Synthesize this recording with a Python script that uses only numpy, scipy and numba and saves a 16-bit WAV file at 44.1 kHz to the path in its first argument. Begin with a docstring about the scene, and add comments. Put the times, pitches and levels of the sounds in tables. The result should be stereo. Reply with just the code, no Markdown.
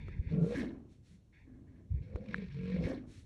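"""Two rhinos growl at each other on an open plain. A growl is a slow flutter of tissue that rings
a long throat; it swells and breaks into a snort, a jet of air through flapping nostrils.
Softer puffs, sniffs and a grunt come between. Horns scrape briefly; there are two dull knocks
and a sharp one. A light wind rumbles and bumps on the microphone."""
import sys
import numpy as np
from scipy import signal
from scipy.fft import rfft, irfft
from scipy.io import wavfile
from scipy.ndimage import uniform_filter1d
from numba import njit

SR = 44100
rng = np.random.default_rng(int(sys.argv[2]) if len(sys.argv) > 2 else 0)


def inscribe(sig):
    """Save sig as 16-bit PCM at rate SR to the path in sys.argv[1].

    A 1-D sig is mono; a 2-D sig holds one channel per row.
    Samples are clipped to [-1, 1] before scaling.
    """
    pcm = np.round(np.clip(np.atleast_2d(sig).T, -1, 1) * 32767)
    wavfile.write(sys.argv[1], SR, pcm.astype(np.int16))


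N = 143325
T = np.arange(N) / SR
FREQ_HZ = np.fft.rfftfreq(N, 1 / SR)

# Spectra. Each row: frequency in Hz, relative density in dB.
AIR_SPECTRUM = [(300, 1.5), (700, -13.5), (1400, -23), (5900, -24.5), (12000, -35)]
WIND_SPECTRUM = [(20, -36), (35, -8.5), (70, -3.5), (125, -7.5), (200, -16), (300, -27), (500, -34),
                 (750, -58.5), (1500, -87)]
PUFF_SPECTRUM = [(700, -18), (950, -6.5), (1200, -25.5), (1850, -2.5), (2330, 1), (3100, -24), (3570, -9.5),
                 (4000, -23.5), (4400, -14.5), (5200, -24), (12000, -52)]
SNIFF_SPECTRUM = [(600, -33), (1300, -5), (2170, 0), (3100, -4), (3900, -0.5), (5400, -2.5), (10200, -8),
                  (12000, -16.5)]
JET_SPECTRUM = [(700, -45), (1020, -4), (1360, -11.5), (1700, 4), (2400, -9.5), (3500, -14.5),
                (4200, -14.5), (5600, -17.5), (6700, -27.5), (12000, -36)]
RASP_SPECTRUM = [(600, -33), (1020, -11.5), (1250, -17.5), (1700, -12), (2000, -10), (2300, -4.5),
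                 (2950, -16), (4100, -15.5), (5300, -20), (6500, -31.5), (12000, -45)]
CHEST_SPECTRUM = [(60, -22.5), (125, 1), (300, 2), (620, -10.5), (860, -30), (2200, -60)]
# Wind strength. Each row: time in seconds, level in dB.
GUSTS = [(.3, -44), (.6, -49), (.85, -57.5), (1.3, -64), (1.55, -55.5), (1.85, -57.5), (1.95, -44),
         (2.15, -53), (2.85, -47), (3.05, -54)]
# Eddies on the microphone. Each row: centre in seconds, pitch in Hz, width in seconds, peak in dB.
EDDIES = [(0.197, 66, 0.0075, -23), (.273, 95, 0.0047, -28), (0.599, 70, 0.019, -40.5),
          (1.92, 83.6, 0.012, -25.5), (1.956, 64.6, 0.033, -29.5), (1.944, 122, 0.01, -29),
          (2.012, 100, 0.005, -30), (2.154, 68, 0.0081, -28), (2.819, 70, 0.043, -36),
          (2.854, 75, 0.0064, -25)]
# Horn slips. Each row: start in seconds, level in dB.
HORN_SLIPS = [(2.258, -64.5), (2.2845, -56.5), (2.308, -56.5)]
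# Knocks. Each row: start in seconds, ring, crack and thud in dB, crack and thud decay in seconds.
KNOCK_HITS = [(0.083, -76, -53, -40.5, 0.0053), (2.158, -71, -44.5, -30, 0.0029),
              (2.3437, -19.5, -79, -60, 0.0016)]
# Ring of a knock. Each row: frequency in Hz, T60 in seconds, relative level in dB.
KNOCK_RING = [(1688, 0.0075, 5), (1900, 0.0022, 1), (4000, 0.011, -21.5)]
# Soft calls. Each row: start, attack and hold in seconds, level in dB.
PUFF_CALLS = [(-.03, 0.012, 0.044, -61), (0.048, 0.023, 0.11, -65.5), (0.214, 0.091, 0.021, -62.5),
              (1.323, 0.014, 0.065, -67.5), (1.884, 0.069, 0.029, -73.5)]
SNIFF_CALLS = [(0.38, 0.1, 0.083, -64), (0.872, 0.048, 0.015, -75.5), (1.022, 0.047, 0.072, -73),
               (3.059, 0.058, 0.077, -65.5)]
GRUNT_CALLS = [(1.092, 0.023, 0.047, -58.5)]
# Narrow airway resonances. Each row: frequency in Hz, relative level in dB.
AIRWAY_MODES = [(1640, 0.5), (1850, -2.5), (2147, -0.5), (2254, -1), (2519, -10)]
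# Nose and upper throat resonances. Each row: frequency and width in Hz, relative level in dB.
NOSE_MODES = [(258.5, 37.6, 25), (302.4, 36, 11), (531, 29, 1), (1000, 26, -5)]
THROAT_MODES = [(1074, 95, 2), (1365, 43, -0.5)]
# Snorts. Each row: start, attack and hold in seconds, body and jet in dB, jet tilt in dB per octave.
SNORT_CALLS = [(0.537, 0.023, 0.054, -36, -48.5, 2), (1.426, 0.038, 0.11, -57, -79.5, -16),
               (1.656, 0.031, 0.1, -63, -78, -4), (2.825, 0.027, 0.053, -39, -52, 2.5)]
# One track per growl. Each row: time in seconds, flutter rate, low and second resonance in Hz,
# low resonance, second resonance and rasp levels in dB, roughness from 0 to about 1.
GROWL_TRACKS = [
    [(.29, 93.34, 153, 470, -56.5, -79, -63.5, 0.66), (.325, 93.57, 144, 454, -32, -43, -65.5, 0.57),
     (.365, 62.3, 179, 452, -33, -44, -68.5, 0.69), (.435, 58.15, 164.3, 458, -28, -38, -76, 0.45),
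     (.495, 63.97, 193.4, 450.5, -41, -41, -61.5, 0.27), (.53, 70.55, 223, 481, -49.5, -36, -54, 0.42),
     (.56, 74.5, 204, 490, -34.5, -47, -53, 0.88)],
    [(2.02, 39.82, 197, 477, -72.5, -73, -71.5, 0.71), (2.17, 39.76, 205.4, 487, -51.5, -51.5, -72.5, 0.58),
     (2.27, 40.1, 209, 510, -49.5, -58, -68, 0.41), (2.33, 47.47, 196.7, 505, -43.5, -56.5, -58.5, 0.39),
     (2.43, 46.74, 189, 435, -42, -53, -60, 0.14), (2.5, 44.2, 161, 430, -55.5, -77, -69.5, 0.2)],
    [(2.501, 45.28, 132, 462, -50.5, -99, -63.5, 0.06), (2.575, 45.27, 155.5, 445, -40, -54, -62.5, 0.06),
     (2.68, 45.46, 176, 465, -40, -48, -59, 0.04), (2.745, 47.6, 178, 487, -33.5, -47, -56, 0.11),
     (2.81, 46.2, 178.6, 509, -36, -43.5, -59, 0.82), (2.86, 46.05, 168, 474, -37.5, -46.5, -58, 0.85),
     (2.9, 54.9, 181, 508, -59.5, -40.5, -92, 1.03), (2.99, 54.8, 192, 544, -55, -61, -65, 0.06)],
]

LOW_WIDTH_HZ, SECOND_WIDTH_HZ = 13.3, 15.7  # throat resonances


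def undb(db):
    """Decibels to gain."""
    return 10 ** (np.asarray(db) / 20)


def unit(x):
    """Scale to rms 1."""
    return x / np.sqrt(np.mean(x ** 2) + 1e-30)


def steady(x, samples=3000):
    """Hold the short-term rms at 1."""
    return x / np.sqrt(np.abs(uniform_filter1d(x ** 2, samples)) + 1e-9)


def shape(x, spectrum):
    """Filter by (Hz, dB) points."""
    hz, db = np.array(spectrum, float).T
    gain_db = np.interp(np.log(np.maximum(FREQ_HZ, 1)), np.log(hz), db)
    return irfft(rfft(x) * undb(gain_db), N)


def noise(spectrum):
    """Coloured noise, rms 1."""
    return unit(shape(rng.standard_normal(N), spectrum))


def wander(turns_per_s):
    """Straight lines between Gaussian random values."""
    return np.interp(T * turns_per_s, np.arange(1000), rng.standard_normal(1000))


@njit
def bandpass(x, hz, width_hz):
    """Moving state-variable band-pass, gain 1 at the centre."""
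    y, band_state, low_state = np.empty(len(x)), 0., 0.
    for i in range(len(x)):
        g, damping = np.tan(np.pi * hz[i] / SR), width_hz[i] / hz[i]
        band = (band_state + g * (x[i] - low_state)) / (1 + g * (g + damping))
        band_state = 2 * band - band_state
        low_state += 2 * g * band
        y[i] = damping * band
    return y


def ring(x, hz, width_hz):
    """One resonance, rms 1; a second, wide band-pass steepens the skirts."""
    hz = hz * np.ones(N)
    narrow = bandpass(x, hz, width_hz * np.ones(N))
    return unit(bandpass(narrow, hz, 0.85 * hz))


def rings(x, modes):
    """Several resonances on one excitation, rms 1."""
    return unit(sum(undb(db) * ring(x, hz, width_hz) for hz, width_hz, db in modes))


def swell(start_s, attack_s, hold_s, db, fall_db_per_s):
    """Linear attack, hold, exponential release."""
    rise = np.clip((T - start_s) / attack_s, 0, 1)
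    release_s = np.maximum(T - start_s - attack_s - hold_s, 0)
    return rise * undb(db - fall_db_per_s * release_s)


def still_air(db=-70.5):
    """Faint noise floor, independent left and right."""
    return undb(db) * np.array([noise(AIR_SPECTRUM), noise(AIR_SPECTRUM)])


def wind():
    """Low rumble follows the gusts; single eddies bump the microphone."""
    rumble = steady(noise(WIND_SPECTRUM), samples=6000) * undb(np.interp(T, *np.array(GUSTS).T))
    bumps = sum(undb(db) * np.exp(-((T - at_s) / width_s) ** 2) * np.cos(2 * np.pi * hz * (T - at_s))
                for at_s, hz, width_s, db in EDDIES)
    return rumble - bumps


def scrapes(rise_s=0.0024):
    """Short gritty slips of horn on horn."""
    envelope = 0
    for start_s, db in HORN_SLIPS:
        age = np.maximum(T - start_s, 0) / rise_s
        envelope += undb(db) * age * np.exp(1 - age)
    return noise(RASP_SPECTRUM) * envelope


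def knocks(contact_s=0.00054, thud_hz=370):
    """Dry knocks: a very short ring, a crack and a dull thud."""
    crack = noise([(300, -42), (1200, -2), (2200, -9.5), (4000, -21.5), (11000, -34.5)])
    out = 0
    for start_s, ring_db, crack_db, thud_db, decay_s in KNOCK_HITS:
        age_s = np.maximum(T - start_s, 0)
        onset = 1 - np.exp(-(age_s / contact_s) ** 2)
        modes = sum(undb(db - 60 * age_s / t60_s) * np.sin(2 * np.pi * hz * age_s)
                    for hz, t60_s, db in KNOCK_RING)
        burst = undb(crack_db) * crack + undb(thud_db) * np.sin(2 * np.pi * thud_hz * age_s)
        out += onset * (undb(ring_db) * modes + np.exp(-age_s / decay_s) * burst)
    return out


def flicker(x, depth_db=3.5):
    """Turbulence: each half octave from 1 to 8 kHz wavers on its own."""
    half_octaves = 2 * np.log2(np.clip(FREQ_HZ / 1000, 1, 8))
    bins, out = rfft(x), 0
    for k in range(7):
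        band = irfft(bins * np.maximum(1 - abs(half_octaves - k), 0), N)
        out += undb(depth_db * wander(turns_per_s=55)) * band
    return out


def airflow(spectrum, modes_db, width_hz=31):
    """Turbulent air with the narrow resonances of the long airway singing in it, rms 1."""
    turbulence = noise(spectrum)
    peaks = sum(undb(db) / (1 + (2 * (FREQ_HZ - hz) / width_hz) ** 2) for hz, db in AIRWAY_MODES)
    singing = unit(irfft(rfft(rng.standard_normal(N)) * peaks, N))
    return unit(flicker(turbulence + undb(modes_db) * singing))


def puffs():
    """Soft puffs of air through the nostrils."""
    breath = airflow(PUFF_SPECTRUM, modes_db=-11)
    return breath * sum(swell(*call, fall_db_per_s=214) for call in PUFF_CALLS)


def sniffs():
    """Thin hissing sniffs."""
    return noise(SNIFF_SPECTRUM) * sum(swell(*call, fall_db_per_s=207.5) for call in SNIFF_CALLS)


def grunt(hz=182.7):
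    """Noise briefly rings one low resonance."""
    tone = steady(ring(rng.standard_normal(N), hz, LOW_WIDTH_HZ))
    return tone * sum(swell(*call, fall_db_per_s=407) for call in GRUNT_CALLS)


def flutter(start_s, hz, rough, jitter=0.34, shimmer_db=-5.5):
    """Flapping tissue: pulses, uneven with roughness, and the 0-1 phase of each cycle."""
    pulses, marks, i = np.zeros(N), [0], max(int(start_s * SR), 1)
    for stretch, size in rng.standard_normal((400, 2)):
        if i >= N:
            break
        pulses[i] = undb(shimmer_db * rough[i] * size)
        marks.append(i)
        i += int(SR / hz[i] * np.exp(jitter * rough[i] * stretch)) + 1
    phase = np.interp(np.arange(N), marks, np.arange(len(marks))) % 1
    return pulses, phase


def snorts(flap_hz=74.5, flap_depth=0.2, tilt_above_hz=2000, body_delay_s=0.017):
    """A jet of air flaps the nostrils; the hollow of the nose sounds on after the hiss."""
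    _, phase = flutter(0, np.full(N, flap_hz), rough=np.ones(N))
    flap = unit(1 + flap_depth * np.cos(2 * np.pi * phase))
    body = steady(rings(flap * rng.standard_normal(N), NOSE_MODES), samples=1500)
    jet_bins = rfft(flap * airflow(JET_SPECTRUM, modes_db=-4))
    octaves = np.log2(np.maximum(FREQ_HZ / tilt_above_hz, 1))
    out = 0
    for start_s, attack_s, hold_s, body_db, jet_db, db_per_octave in SNORT_CALLS:
        hiss = unit(irfft(jet_bins * undb(db_per_octave * octaves), N))
        out += hiss * swell(start_s, attack_s, hold_s, jet_db, fall_db_per_s=188)
        out += body * swell(start_s + body_delay_s, attack_s, hold_s, body_db, fall_db_per_s=98.5)
    return out


def growl(track, chest_db=-3.5, throat_db=-25, rattle_db=2.5, rasp_cycles=0.16, leak=0.11):
    """Flutter rings the throat, and the chest when rough; air rasps through, surging once a cycle."""
    times_s, *columns = np.array(track).T
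    flutter_hz, low_hz, second_hz, low_db, second_db, rasp_db, rough = (
        np.interp(T, times_s, column) for column in columns)
    pulses, phase = flutter(times_s[0], flutter_hz, rough)
    surges = 2 * np.exp(-phase / rasp_cycles) * undb(rattle_db * wander(turns_per_s=35))
    flow = unit(1.87 + surges)
    drive = pulses + leak * rough * flow * rng.standard_normal(N)
    waver = np.exp(0.053 * rough * wander(turns_per_s=35))  # roughness shakes the resonances
    low = steady(ring(drive, low_hz * waver, LOW_WIDTH_HZ))
    chest = rough * undb(chest_db) * steady(shape(drive, CHEST_SPECTRUM))
    second = steady(ring(drive, second_hz * waver, SECOND_WIDTH_HZ * (1 + rough)))
    throat = undb(throat_db) * steady(rings(drive, THROAT_MODES))
    rasp = flow * airflow(RASP_SPECTRUM, modes_db=-6)
    gate = uniform_filter1d(1. * ((T > times_s[0]) & (T < times_s[-1])), size=600)
    return gate * (undb(low_db) * (low + chest) - undb(second_db) * (second + throat)
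                   + undb(rasp_db) * rasp)


def ground_scatter(x, db=-19.5, decay_s=0.017):
    """Faint, short tail scattered by grass and ground."""
    tail = rng.standard_normal(N) * np.exp(-T / decay_s)
    return undb(db) * signal.fftconvolve(x, tail / np.linalg.norm(tail))[:N]


def scene(right_lag_s=0.00003, right_over_left_db=1.05):
    """Stereo mix: the animals near the centre, wind and still air around them."""
    animals = sum(growl(track) for track in GROWL_TRACKS)
    animals += scrapes() + snorts() + puffs() + sniffs() + grunt() + knocks()
    side = ground_scatter(animals)
    delayed = irfft(rfft(animals) * np.exp(-2j * np.pi * FREQ_HZ * right_lag_s), N)
    left = (animals + side) * undb(-right_over_left_db / 2)
    right = (delayed - side) * undb(right_over_left_db / 2)
    return np.array([left, right]) + wind() + still_air()


def record(dry, low_cut_hz=33, notch_hz=4870, notch_width_hz=420, top_hz=12000):
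    """Microphone: deepest rumble lost, a narrow dip in the treble, top cut."""
    x = signal.sosfilt(signal.butter(2, low_cut_hz, "high", fs=SR, output="sos"), dry)
    x = signal.lfilter(*signal.iirnotch(notch_hz, notch_hz / notch_width_hz, fs=SR), x)
    return signal.sosfilt(signal.ellip(8, .2, 70, top_hz, fs=SR, output="sos"), x)


dry = scene()
out = record(dry)
inscribe(out)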